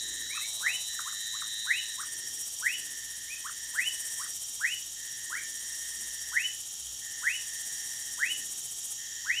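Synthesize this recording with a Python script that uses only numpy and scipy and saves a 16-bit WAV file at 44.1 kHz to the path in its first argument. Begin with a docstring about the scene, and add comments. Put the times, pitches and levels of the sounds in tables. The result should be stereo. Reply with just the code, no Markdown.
"""A forest at night, in stereo, over a bed of crickets and a faint low hum. From the start katydids
rasp their wings in bouts, a far frog pulses a low trill and a high trill runs for two seconds.
From 0.7 s a tree frog, close and a little right of the microphone, sweeps a rising whistle through its
vocal sac about once a second, and trunks throw it back. Softer squeaks and farther whistles answer
until just past five seconds; then a faint far tone swells under the near frog and the insects."""
import sys
import numpy as np
from scipy import signal
from scipy.fft import rfft, irfft
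from scipy.io import wavfile
from scipy.ndimage import uniform_filter1d

SR = 44100
rng = np.random.default_rng(int(sys.argv[2]) if len(sys.argv) > 2 else 0)


def wav_record(signal):
    """Record a signal, one row per channel, as 16-bit PCM in the file named by sys.argv[1]."""
    frames = np.transpose(np.atleast_2d(signal))
    bounded = np.clip(frames, -1, 1)
    # unit amplitude maps onto the largest positive 16-bit level
    quanta = np.round(bounded * 32767).astype(np.int16)
    wavfile.write(sys.argv[1], SR, quanta)


N = 414540
TIME = np.arange(N) / SR
FREQ = np.fft.rfftfreq(N, 1 / SR) + 1e-6


def near_frog(base_db=-38, fade_db=-22.5, attack_s=.024, release_s=.012, flutter_hz=145, flutter=.59):
    """Close, right: one sweep rings the vocal sac at each call; it flutters low down and ends smooth."""
    # the calls (time [s], relative level [dB], push on the high ending [dB])
    calls = [(.6704, 0, 5), (1.7132, .3, 4), (2.669, 0, 2), (3.7956, -.5, 9), (4.6527, 0, 7),
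             (6.3747, -.4, 10), (7.2767, .5, 2.5), (8.2359, 0, 9.5), (9.3049, -.4, 8.5)]
    # the sweep they share (time from the call's loudest moment [s], pitch [Hz])
    sweep = [(-.06, 942), (-.05, 993), (-.04, 1424), (-.008, 1803), (.008, 2159), (0.024, 2515),
             (0.043, 2650), (.076, 3016), (.105, 2870)]
    # vocal sac resonances (centre [Hz], half width [Hz], boost [dB])
    sac = [(1932, 180, 19.5), (2528, 36, 7)]
    # echoes from near trunks (delay [s], pressure [share of the direct sound])
    trunks = [(.00967, 0.093), (0.0117, 0.46), (0.0231, .12), (.03914, 0.094)]
    knots, pitch = np.transpose(sweep)
    s = np.linspace(knots[0], knots[-1], 200)
    hz = np.interp(s, knots, pitch)
    fade = np.clip(1 - (s - s[0]) / attack_s, 0, 1) + np.clip(1 - (s[-1] - s) / release_s, 0, 1)
    sac_db = sum(boost / (1 + ((hz - centre) / width) ** 2) for centre, width, boost in sac)
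    db = base_db + fade_db * fade + sac_db
    ending = np.exp(-((s - .08) / .017) ** 2)
    voice = 0
    for at, call_db, push_db in calls:
        depth = np.interp(TIME - at, [0, .012], [flutter, 0])
        tone = glide(at + s, hz * (1 + .0027 * rng.standard_normal()), db + call_db + push_db * ending)
        voice = voice + tone * (1 + depth * np.cos(2 * np.pi * flutter_hz * (TIME - at)))
    voice = voice + sum(share * delayed(voice, delay) for delay, share in trunks)
    voice = voice * undb(walk(120))  # the call swells in small lumps
    # leaves scatter the short waves of the ending more than the low start
    scatter = forest(voice, wet_db=-11, t60=.39, side=.45) - voice
    scatter = irfft(rfft(scatter) * colour([(1200, -2), (2000, -3.5), (2800, 4.5)]), N)
    return pan(voice + scatter, left_db=-3)


def squeak(start, length, top_hz, rise_db, fall_db, foot_hz=1000, attack_s=.018, release_s=.0079):
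    """Tension builds slowly and lets go quickly; the pitch follows, and the tone thins as it climbs."""
    u = np.linspace(0, 1, 100)
    crest = .68  # share of the length
    rising = np.minimum(u / crest, 1)
    falling = np.clip((u - crest) / (1 - crest), 0, 1)
    tension = np.sin(np.pi / 2 * rising) ** 2.6 * np.cos(np.pi / 2 * falling) ** 1.26
    hz = foot_hz * (top_hz / foot_hz) ** tension
    edges = np.clip(1 - u * length / attack_s, 0, 1) + np.clip(1 - (1 - u) * length / release_s, 0, 1)
    effort_db = rise_db + (fall_db - rise_db) * np.minimum(2 * falling, 1)
    thinning_db = -23 * np.maximum(np.log2(hz / 1300), 0)  # per octave above 1300 Hz
    return glide(start + length * u, hz, effort_db + thinning_db - 17 * edges)


def far_whistle(start, length, first_hz, top_hz, bend, db, attack=.38, release=.11):
    """A rise that levels off; attack and release are shares of its length."""
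    u = np.linspace(0, 1, 100)
    hz = top_hz - (top_hz - first_hz) * (1 - u) ** bend
    envelope_db = -20 * np.clip(1 - u / attack, 0, 1) - 10 * np.clip(1 - (1 - u) / release, 0, 1)
    return glide(start + length * u, hz, db + envelope_db)


def answering_frogs():
    """Right: soft, unsteady squeaks and, farther off, whistles that linger in the undergrowth."""
    # arched squeaks (start [s], length [s], top [Hz], relative level of rise [dB] and of fall [dB])
    arches = [(0.329, .058, 1450, -46.5, -35.5), (0.595, 0.076, 2400, -47, -30.5),
              (0.919, 0.082, 2600, -59, -27.5), (1.051, .086, 2074, -36.5, -41),
              (1.331, .099, 2700, -44.5, -32.5), (1.978, .064, 1720, -36, -36.5),
              (3.441, 0.064, 1800, -35, -34.5), (4.189, 0.083, 1955, -38, -42)]
    # rising whistles (start [s], length [s], first [Hz], top [Hz], bend [1 = none], relative level [dB])
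    rises = [(.262, 0.13, 1377, 2610, 2.3, -40.5), (0.386, 0.078, 1350, 2290, 2.4, -42.5),
             (3.273, 0.076, 1960, 2560, 2.4, -40), (5.3, 0.092, 899.4, 2400, 1.23, -34)]
    squeaks = sum(squeak(*row) for row in arches) * undb(-1.5 + 2 * walk(300))
    squeaks = squeaks + .31 * delayed(squeaks, .012)  # bounce from near trunks
    whistles = sum(far_whistle(*row) for row in rises) * undb(-1.5 + 3.9 * walk(250))
    nearer = pan(forest(squeaks, wet_db=-12, t60=.14), left_db=-3)
    farther = pan(forest(whistles, wet_db=-5, t60=.23), left_db=-2.5)
    return nearer + farther


def low_trill(rate_hz=140, rest_db=-63):
    """Far off among the trees, quick uneven pulses ring a vocal sac; the pulsing goes on faintly in the rests."""
    # the frog's trills (start [s], end [s], relative level [dB])
    trills = [(-.1, 0.42, -48), (0.875, 2.298, -48.5), (2.37, 2.398, -44), (2.738, 4.297, -49.5),
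              (4.957, 6.51, -49.5), (7.01, 8.45, -49), (8.973, 9.5, -49.5)]
    cycles = np.cumsum(rate_hz * (1 + .036 * walk(110))) / SR
    pulses = np.diff(np.floor(cycles), prepend=0)
    sac = unit(irfft(rfft(pulses) * resonance(1841, 115) * resonance(1750, 880), N))
    effort = undb(rest_db)
    for start, end, db in trills:
        effort = effort + undb(db) * np.clip(np.minimum(TIME - start, end - TIME) / .017, 0, 1)
    voice = sac * effort * undb(-3.5 + walk(12))
    return pan(forest(voice, wet_db=-3, t60=.25), left_db=-2.5)


def high_trill(centre_hz=3860, width_hz=200, second_stroke=.55, swap_s=.6, end_s=2.085, release_s=.12):
    """Right: a frog's paired strokes stress every other partial; the stress swaps as the trill slows."""
    # the frog's effort (time [s], relative level [dB])
    effort = [(0.0, -39), (0.262, -44.5), (0.416, -38.5), (1.058, -45), (1.322, -38.5), (1.728, -39),
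              (1.97, -43.5)]
    rate_hz = 111.25 - 1.53 * TIME
    phase = 2 * np.pi * np.cumsum(rate_hz) / SR + .011 * walk(150)
    tone = 0
    for k in range(31, 40):
        pairing = 1 + (-1) ** k * np.sign(TIME - swap_s) * second_stroke
        band = 1 / (1 + ((k * rate_hz - centre_hz) / width_hz) ** 4)
        tone = tone + pairing * band * undb(walk(14.2)) * np.cos(k * phase)
    fade = np.clip((end_s - TIME) / release_s, 0, 1)
    tone = tone / np.std(tone[TIME < end_s]) * undb(curve(effort) - 1) * fade
    return pan(forest(tone, wet_db=-11, t60=.35), left_db=-4.5)


def katydid(bouts, wing, rate_hz, wave_db, chirp_s, tail_s, wash, side_db):
    """Each wing stroke is a rasp that swells and stops short; scatter in the foliage fills the gaps."""
    strokes = np.zeros(N)
    for first, last, db in bouts:
        times = np.linspace(first, last, round((last - first) * rate_hz) + 1)
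        gains = undb(db + .66 * rng.standard_normal(len(times)))
        strokes[(times * SR).astype(int)] = gains ** 2 * SR / rate_hz
    u = np.arange(-SR // 20, SR // 20) / SR / chirp_s - .6
    shape = np.exp(-.5 * (u / np.where(u < 0, 1.25, .5)) ** 2)
    direct = signal.fftconvolve(strokes, shape / shape.sum(), "same")
    decay = np.exp(-1 / (tail_s * SR))
    scatter = signal.lfilter([1 - decay], [1, -decay], direct)
    power = np.abs(direct + wash * scatter) / (1 + wash)
    teeth = undb(.62 * walk(500))  # the teeth of the wing's file catch unevenly
    rasp = unit(noise(colour(wing) * wing_ripple(), undb(side_db)))
    return rasp * np.sqrt(power) * teeth * undb(wave_db * chorus_wave())


def wing_ripple():
    """Many small wing resonances, each about 100 Hz wide, roughen the colour."""
    hz = np.arange(0, SR / 2, 90)
    return undb(2.2 * np.interp(FREQ, hz, rng.standard_normal(len(hz))))


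def katydids():
    """Three wing rasps spread around the microphone: one dark, one bright, one thin and high."""
    # bouts of chirps (first chirp [s], last chirp [s], relative level [dB])
    dark_bouts = [(.03, .207, -42.5), (.303, .545, -44), (1.416, 2.19, -42), (3.337, 4.24, -43),
                  (5.25, 6.144, -46.5), (7.19, 8.255, -47)]
    bright_bouts = [(.425, 1.335, -43.5), (2.28, 3.242, -43.5), (3.75, 4.2, -42.5), (4.296, 5.31, -43.5),
                    (5.5, 6.14, -46), (6.22, 7.12, -44.5), (7.22, 8.255, -45), (8.322, 8.917, -38.5)]
    thin_bouts = [(2.79, 3.3, -51), (4.62, 5.31, -57), (5.37, 6.14, -51), (6.22, 7.12, -52),
                  (7.18, 8.917, -52)]
    # wing colours (frequency [Hz], gain [dB])
    dark_wing = [(5500, -25.5), (7300, -7.5), (8100, -6), (8900, 2), (9700, -9), (10800, -15), (13000, -19),
                 (15500, -21.5)]
    bright_wing = [(5000, -20.5), (6600, -3), (7800, 2.5), (9200, 2.5), (10500, -4.5), (11900, -8.5),
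                   (13300, -7.5), (15500, -17.5)]
    thin_wing = [(9000, -23.5), (9550, 2.5), (9900, -25), (10300, -17), (10550, 10), (10800, -26),
                 (11500, -36)]
    dark = katydid(dark_bouts, dark_wing, rate_hz=16.75, wave_db=1.2,
                   chirp_s=.0095, tail_s=.24, wash=.22, side_db=-6)
    bright = katydid(bright_bouts, bright_wing, rate_hz=15.5, wave_db=2.6,
                     chirp_s=.0105, tail_s=.064, wash=.25, side_db=-5)
    thin = katydid(thin_bouts, thin_wing, rate_hz=15.5, wave_db=-1.5,
                   chirp_s=.0069, tail_s=.04, wash=.22, side_db=-1)
    return pan(dark + bright, left_db=-.5) + thin


def crickets():
    """Swarms of many singers blur into narrow bands that throb at the stroke rate and ride slow waves."""
    # swarms (centre [Hz], width [Hz], wing strokes [1/s], throb [share], level [dB], wave swing [dB])
    swarms = [(3191, 195, 31, 0.069, -54, 0), (3745, 240, 55, 0.15, -57, .5),
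              (4703, 80, 59, 0.43, -63, 2.5), (5679, 234, 46, 0.1, -44.5, 2),
              (6840, 840, 94, 0.23, -44, -0.1)]
    # the highest swarm's drift, taken about its mean (time [s], level [dB])
    high_swarm = [(0.0, -42.5), (0.34, -45), (1.33, -43), (1.96, -47), (8.59, -44), (9.4, -44)]
    high_db = curve(high_swarm)
    drifts = [0] * (len(swarms) - 1) + [high_db - np.mean(high_db)]
    out = 0
    for (hz, width_hz, rate, depth, db, wave_db), drift_db in zip(swarms, drifts):
        throb = 1 + depth * np.sin(2 * np.pi * np.cumsum(rate * (1 + .0322 * walk(6.8))) / SR)
        band = unit(noise(resonance(hz, width_hz), undb(-10)))
        out = out + band * throb * undb(db + wave_db * chorus_wave() + drift_db + .3 * walk(11))
    return pan(out, left_db=-.4)


def chorus_wave(period_s=1.77, crest_s=.69):
    """The slow rise and fall of the whole insect chorus, -1 to 1."""
    return np.cos(2 * np.pi * (TIME - crest_s) / period_s)


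def night_air():
    """All around: the wash of distant insects and still air, with soft, dull swells far off."""
    # far chorus and air (frequency [Hz], density [dB per Hz])
    air = [(20, -100), (45, -93.5), (100, -91), (180, -96.5), (270, -94.5), (600, -102), (1300, -100),
           (2400, -99), (3000, -85), (4400, -90.5), (7000, -86.5), (9500, -87), (12000, -90.5),
           (15500, -98.5)]
    # its stereo spread (frequency [Hz], side minus mid [dB])
    spread = [(40, -18), (110, -7), (200, -2.5), (380, 5.5), (700, 10), (1300, 7.5), (3000, -11), (8000, 2),
              (15000, -2)]
    # dull swells of noise (middle [s], length [s], centre [Hz], level [dB])
    low_swells = [(.15, 0.48, 300, -60.5), (0.658, 0.48, 756, -59), (2.247, .5, 310, -64.5),
                  (2.848, 0.35, 310, -66.5), (5.4, 0.43, 290, -66.5), (6.017, 0.16, 250, -62),
                  (8.35, 0.69, 290, -63)]
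    wash = noise(colour(air), colour(spread)) * np.sqrt(SR / 2) * undb(.076 * walk(3))
    for at, length, hz, db in low_swells:
        wash = wash + unit(noise(resonance(hz, .56 * hz), undb(-7.5))) * swell(at, length, db)
    return wash


def low_hum(hz=59.2, db=-72, overtone_hz=120.3, overtone_db=-73.5):
    """Centre: a faint hum and one overtone, both wavering in level and phase."""
    # brief swells of the hum (middle [s], length [s], level [dB])
    hum_swells = [(.15, 0.29, -71), (6.25, 0.44, -70), (6.88, .2, -62)]
    gain = undb(db + 2.5 * walk(5)) + sum(swell(*row) for row in hum_swells)
    hum = gain * np.sin(2 * np.pi * hz * TIME + .5 * walk(3.5))
    overtone = undb(overtone_db + walk(5.4)) * np.sin(2 * np.pi * overtone_hz * TIME + .77 * walk(15))
    return np.sqrt(2) * (hum + overtone)


def far_tone(centre_hz=795):
    """Far off: a faint, unsteady tone that swells once, near the end."""
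    hz = centre_hz * (1 + .011 * walk(2.4) + .0071 * walk(40))
    tone = np.sin(2 * np.pi * np.cumsum(hz) / SR)
    return tone * swell(at=8, length=5, db=-70.5) * undb(2.1 * walk(13))


def forest(x, wet_db, t60, side=.66):
    """Add diffuse scatter from leaves and far trunks; it builds up, then dies away."""
    t = TIME[:SR * 3 // 4]
    build_up = np.clip((t - .012) / .016, 0, 1)
    tail = rng.standard_normal((2, len(t))) * undb(-60 * t / t60) * build_up
    mid, wide = tail / np.sqrt(np.sum(tail ** 2, axis=1, keepdims=True))
    response = np.array([mid + side * wide, mid - side * wide])
    return x + undb(wet_db) * signal.fftconvolve(x[None], response, axes=1)[:, :N]


def glide(s, hz, db):
    """A pure tone that follows a pitch and level contour."""
    out = np.zeros(N)
    span = (TIME >= s[0]) & (TIME <= s[-1])
    t = TIME[span]
    edges = np.clip(np.minimum(t - s[0], s[-1] - t) / .00093, 0, 1)
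    phase = 2 * np.pi * np.cumsum(np.interp(t, s, hz)) / SR
    out[span] = edges * undb(np.interp(t, s, db)) * np.sin(phase)
    return out


def noise(gain, side):
    """Stereo noise of a given colour and side share."""
    mid, wide = rfft(rng.standard_normal((2, N))) * gain
    return irfft(np.array([mid + side * wide, mid - side * wide]), N)


def colour(points):
    """Gain at each frequency from (frequency [Hz], gain [dB]) points."""
    hz, db = np.transpose(points)
    return undb(np.interp(np.log(FREQ), np.log(hz), db))


def resonance(hz, width_hz):
    """A resonance applied twice, for steep skirts."""
    return (1 + 1j * (FREQ ** 2 - hz ** 2) / (FREQ * width_hz * np.pi / 2)) ** -2


def swell(at, length, db):
    """Gain of one rounded swell, centred on a time."""
    return undb(db) * np.cos(np.pi * np.clip((TIME - at) / length, -.5, .5))


def curve(points):
    """Join (time [s], value) points by straight lines."""
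    return np.interp(TIME, *np.transpose(points))


def walk(rate_hz):
    """Smooth random drift with rms 1."""
    k = int(SR / rate_hz)
    return unit(uniform_filter1d(np.repeat(rng.standard_normal(N // k + 1), k), k)[:N])


def delayed(x, delay_s):
    """The same sound, arriving later."""
    return np.interp(TIME - delay_s, TIME, x, left=0)


def pan(x, left_db):
    """Lean a sound to the left (+) or right (-)."""
    return x * undb(np.array([[left_db], [-left_db]]) / 2)


def undb(db):
    """Decibels to gain."""
    return 10 ** (np.asarray(db) / 20)


def unit(x):
    """Scale to rms 1."""
    return x / np.sqrt(np.mean(x ** 2))


def scene():
    """Frogs in front and to the right of the microphone, insects all around."""
    rasps = katydids()
    frogs = near_frog() + answering_frogs() + low_trill() + high_trill()
    return frogs + rasps + crickets() + night_air() + low_hum() + far_tone()


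def record(dry, top_hz=15500):
    """The recorder cuts the top."""
    return signal.sosfilt(signal.ellip(10, .2, 80, top_hz, fs=SR, output="sos"), dry)


dry = scene()
out = record(dry)
wav_record(out)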